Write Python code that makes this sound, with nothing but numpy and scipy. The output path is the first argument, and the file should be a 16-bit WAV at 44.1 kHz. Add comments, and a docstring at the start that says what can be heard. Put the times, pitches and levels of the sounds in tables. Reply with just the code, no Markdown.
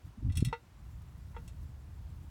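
"""A tortoise clambers over the rim of a pan of water on a lawn, close to the microphone.
Its claws click on the pan and its shell knocks against it twice; each impact excites the same damped
modes, weighted by the place and hardness of the contact. The grass ticks faintly as it moves.
Wind eddies buffet the microphone, hardest during the first clicks, over a faint outdoor hush
and the even chirps of a far insect."""
import sys
import numpy as np
from scipy import signal
from scipy.fft import rfft, irfft
from scipy.io import wavfile
from scipy.ndimage import uniform_filter1d

SR = 44100
rng = np.random.default_rng(int(sys.argv[2]) if len(sys.argv) > 2 else 0)


def wav_out(sig):
    """Save sig, one row per channel (or a flat mono array), as 16-bit PCM at SR to the path in sys.argv[1]."""
    wavfile.write(sys.argv[1], SR, np.round(np.clip(np.atleast_2d(sig).T, -1, 1) * 32767).astype(np.int16))


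N = 101429


def amp(db):
    """The decibel law: amplitude grows tenfold every 20 dB."""
    return 10 ** (np.asarray(db) / 20)


def unit(x):
    """Normalisation: dividing by the rms gives unit power."""
    return x / np.sqrt(np.mean(x ** 2) + 1e-20)


def add(mix, start_s, sound):
    """Superposition: a sound adds linearly to the mix from its start time on."""
    part = mix[round(start_s * SR):][:len(sound)]
    part += sound[:len(part)]


def noise(spectrum, size):
    """Spectral shaping: white noise takes on the given spectrum, at unit rms."""
    hz, db = np.transpose(spectrum)
    f = np.fft.rfftfreq(size, 1 / SR)
    gain = amp(np.interp(np.log(f + 1), np.log(hz), db))
    return unit(irfft(rfft(rng.standard_normal(size)) * gain, size))


def band(x, low_hz, high_hz, high_poles, low_poles=3.97):
    """Minimum-phase band-pass: the Hilbert transform of the log gain gives a causal phase."""
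    size = 2 * len(x)
    f = abs(np.fft.fftfreq(size, 1 / SR)) + 1
    low_loss = np.log1p((low_hz / f) ** (2 * low_poles))
    high_loss = np.log1p((f / high_hz) ** (2 * high_poles))
    log_gain = np.maximum(-.5 * (low_loss + high_loss), -9)
    response = np.exp(np.conj(signal.hilbert(log_gain)))[:len(x) + 1]
    return irfft(rfft(x, size) * response)[:len(x)]


def hush(level_db=-65.5, drift_db=.7):
    """Random modulation: distant outdoor noise drifts in faint patches of time and frequency."""
    # spectrum of the hush (frequency [Hz], relative density [dB])
    spectrum = [(30, -2), (250, 6), (500, -2.5), (1000, -0.5), (1600, -6), (3000, -12), (6000, -16.5),
                (9000, -20), (10500, -22.5), (16500, -23.5)]
    spectrogram = signal.stft(noise(spectrum, N), nperseg=512)[2]
    patches = uniform_filter1d(rng.standard_normal(spectrogram.shape), size=8, axis=0)
    patches = unit(uniform_filter1d(patches, size=14, axis=1))
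    drifting = signal.istft(spectrogram * amp(drift_db * patches))[1][:N]
    return amp(level_db) * unit(drifting)


def insect(level_db=-84, pitch_hz=7400, width_hz=190):
    """Amplitude modulation: a far insect's narrow-band buzz is gated into evenly spaced chirps."""
    first_s, period_s, length_s = .054, .1465, .045
    t, f = np.arange(N) / SR, np.fft.rfftfreq(N, 1 / SR)
    from_centre_s = (t - first_s + period_s / 2) % period_s - period_s / 2
    gate = np.exp(-(2 * from_centre_s / length_s) ** 4)
    passband = np.exp(-((f - pitch_hz) / width_hz) ** 2)
    buzz = irfft(rfft(rng.standard_normal(N)) * passband, N)
    return amp(level_db) * gate * unit(buzz)


def wind(smoothing_s=.038, steadiness=.64):
    """Turbulent pressure: eddies on the microphone make a low breeze, one gust and sharp buffets."""
    # envelopes of the breeze and the gust (time [s], level [dB])
    breeze = [(0, -71.5), (.06, -42), (.15, -62.5), (.58, -60.5), (.72, -58), (.85, -47), (.98, -45),
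              (1.05, -49.5), (1.2, -47), (1.32, -46), (1.4, -44.5), (1.55, -47), (1.635, -40.5),
              (1.68, -47), (1.85, -48.5), (2.07, -44.5), (2.3, -47)]
    gust = [(.15, -101), (.185, -46.5), (.222, -44.5), (.24, -33), (.265, -29), (.305, -28), (.335, -42.5),
            (.355, -37.5), (.383, -25), (.41, -37), (.45, -37.5), (.475, -30), (.52, -43), (.58, -79)]
    # spectra of their rumble (frequency [Hz], relative density [dB])
    breeze_rumble = [(10, -45), (25, -25.5), (50, 0.5), (75, 3), (115, -6), (165, -13), (240, -26),
                     (320, -30), (400, -40), (1000, -56)]
    gust_rumble = [(10, -38), (25, -25), (50, -3), (75, 2.5), (120, -2), (170, -16), (250, -21),
                   (320, -31.5), (400, -47), (520, -59), (1000, -93)]
    # pressure swings (time [s], envelope peak [dB], centre [Hz], narrowness [2 pops, 15 flutters])
    buffets = [(0.182, -42, 214, 35), (0.229, -39.5, 241, 13), (0.4267, -14, 109.3, 1.56),
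               (0.478, -23, 103, 6.8)]
    t, out = np.arange(N) / SR, np.zeros(N)
    for envelope, spectrum in ((breeze, breeze_rumble), (gust, gust_rumble)):
        eddies = noise(spectrum, N)
        power = uniform_filter1d(abs(signal.hilbert(eddies)) ** 2, int(smoothing_s * SR))
        steadied = unit(eddies / power ** (steadiness / 2))
        out += steadied * amp(np.interp(t, *np.transpose(envelope)))
    for centre_s, db, hz, narrowness in buffets:
        wavelet = (1 - 2j * np.pi * hz * (t - centre_s) / narrowness) ** -(narrowness + 1)
        out += amp(db) * wavelet.imag
    return out


def grass_ticks(t60_s=.063):
    """Exponential decay: tiny bursts of high noise die away as the tortoise moves in the grass."""
    # dry ticks (time [s], level [dB])
    ticks = [(1.018, -68), (1.177, -74), (1.267, -74), (1.522, -75), (1.688, -79)]
    t, out = np.arange(SR // 20) / SR, np.zeros(N)
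    for start_s, db in ticks:
        burst = band(rng.standard_normal(len(t)), low_hz=4450, high_hz=14000, high_poles=1.6)
        add(out, start_s, amp(db - 60 * t / t60_s) * unit(burst))
    return out


def pan_strike(gain_db, low_hz, high_hz, rise_s, spot, high_poles):
    """Modal ringing: a blow cracks, clatters and excites each mode according to the spot struck."""
    # modes of the pan (frequency [Hz], relative level [dB], T60 [s])
    modes = [(473, -27, .115), (785, -40, .08), (912, -29, .08), (1214, -41, .11), (1323, -36, .085),
             (1420, -41, .12), (1857, -45, .08), (1977, -37, .115), (2145, -50, .11), (2400, -48, .09),
             (2665, -47, .11), (2698, -45, .12), (3353, -46, .09), (3733, -49, .125), (4238, -49, .1),
             (5360, -51, .1), (5528, -51, .07), (6000, -53, .1), (6562, -56, .08), (6743, -58, .1),
             (7361, -56, .1), (7908, -49, .09), (8312, -53, .08), (9281, -41, .075), (9400, -52, .08),
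             (10430, -59, .08), (11400, -57, .07), (12040, -53, .085), (14120, -53, .055)]
    # its crowd of weak, quickly damped modes (frequency [Hz], relative density [dB])
    clatter_spectrum = [(200, -14), (400, -3), (1200, 12.5), (1650, 9), (2600, 7), (4500, -6),
                        (9000, -13.5), (13000, -10), (17000, -28)]
    # the instant of contact (frequency [Hz], relative density [dB])
    crack_spectrum = [(200, -9), (500, -32), (1400, 13), (2700, 7.5), (5000, -9), (10000, 1.5), (15000, 5),
                      (17000, 2)]
    ring_gain_db, clatter_gain_db, crack_gain_db, spot_depth_db = -.5, -39, -34, 4.5
    clatter_t60_s, crack_t60_s = .094, .02
    t = np.arange(SR // 4) / SR
    fade = -np.log(1000) * t  # exp(fade / T60) falls 60 dB in T60
    hz, db, t60_s = np.transpose(modes)[:, :, None]
    mode_number = 1 + np.arange(len(hz))[:, None]
    share = amp(ring_gain_db + db + spot_depth_db * np.cos(2 * np.pi * mode_number * spot))
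    phase = 2 * np.pi * (hz * t + rng.random(hz.shape))
    ring = (share * np.exp(fade / t60_s) * np.sin(phase)).sum(0)
    clatter = amp(clatter_gain_db) * np.exp(fade / clatter_t60_s) * noise(clatter_spectrum, len(t))
    crack = amp(crack_gain_db) * np.exp(fade / crack_t60_s) * noise(crack_spectrum, len(t))
    attack = np.minimum(t / rise_s, 1)
    return amp(gain_db) * band((ring + clatter + crack) * attack, low_hz, high_hz, high_poles)


def tortoise():
    """Impact bandwidth: hard claws excite the pan's high modes, the broad shell its low ones."""
    # blows (time [s], gain [dB], low edge [Hz], high edge [Hz], rise [s], spot along the rim [0-1])
    claw_clicks = [(.2953, -18, 2130, 3840, 0.0027, .38), (.3212, -14, 3370, 8000, 0.0021, 0.01),
                   (.3527, -7, 3500, 7360, 0.0043, 0), (.3709, 2.5, 3130, 11200, 0.0015, .172),
                   (.4035, -7, 2960, 10000, 0.0015, .196), (.4474, 1, 3140, 13000, 0.0026, 0.01),
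                   (.4825, -15, 2210, 8100, 0.0024, .364), (1.4772, -11.5, 3500, 9200, 0.0017, 0.1)]
    shell_knocks = [(.5268, -3, 367, 4530, 0.0015, .346), (1.3445, -25.5, 790, 2600, 0.0034, .34),
                    (1.3642, -15.5, 290, 3600, 0.0012, .31)]
    out = np.zeros(N)
    for blows, high_poles in ((claw_clicks, 3.0), (shell_knocks, 3.64)):
        for start_s, *blow in blows:
            add(out, start_s, pan_strike(*blow, high_poles))
    return out


def scene():
    """Superposition: the pressures of all sources sum at one microphone."""
    return (tortoise() + grass_ticks() + wind() + insect() + hush())[None]


def record(dry, cutoff_hz=17200):
    """Band limiting: a linear-phase low-pass removes the highest treble."""
    lowpass = signal.firwin(255, cutoff_hz, window=("kaiser", 8), fs=SR)
    return signal.oaconvolve(dry, lowpass[None], "same")


dry = scene()
out = record(dry)
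wav_out(out)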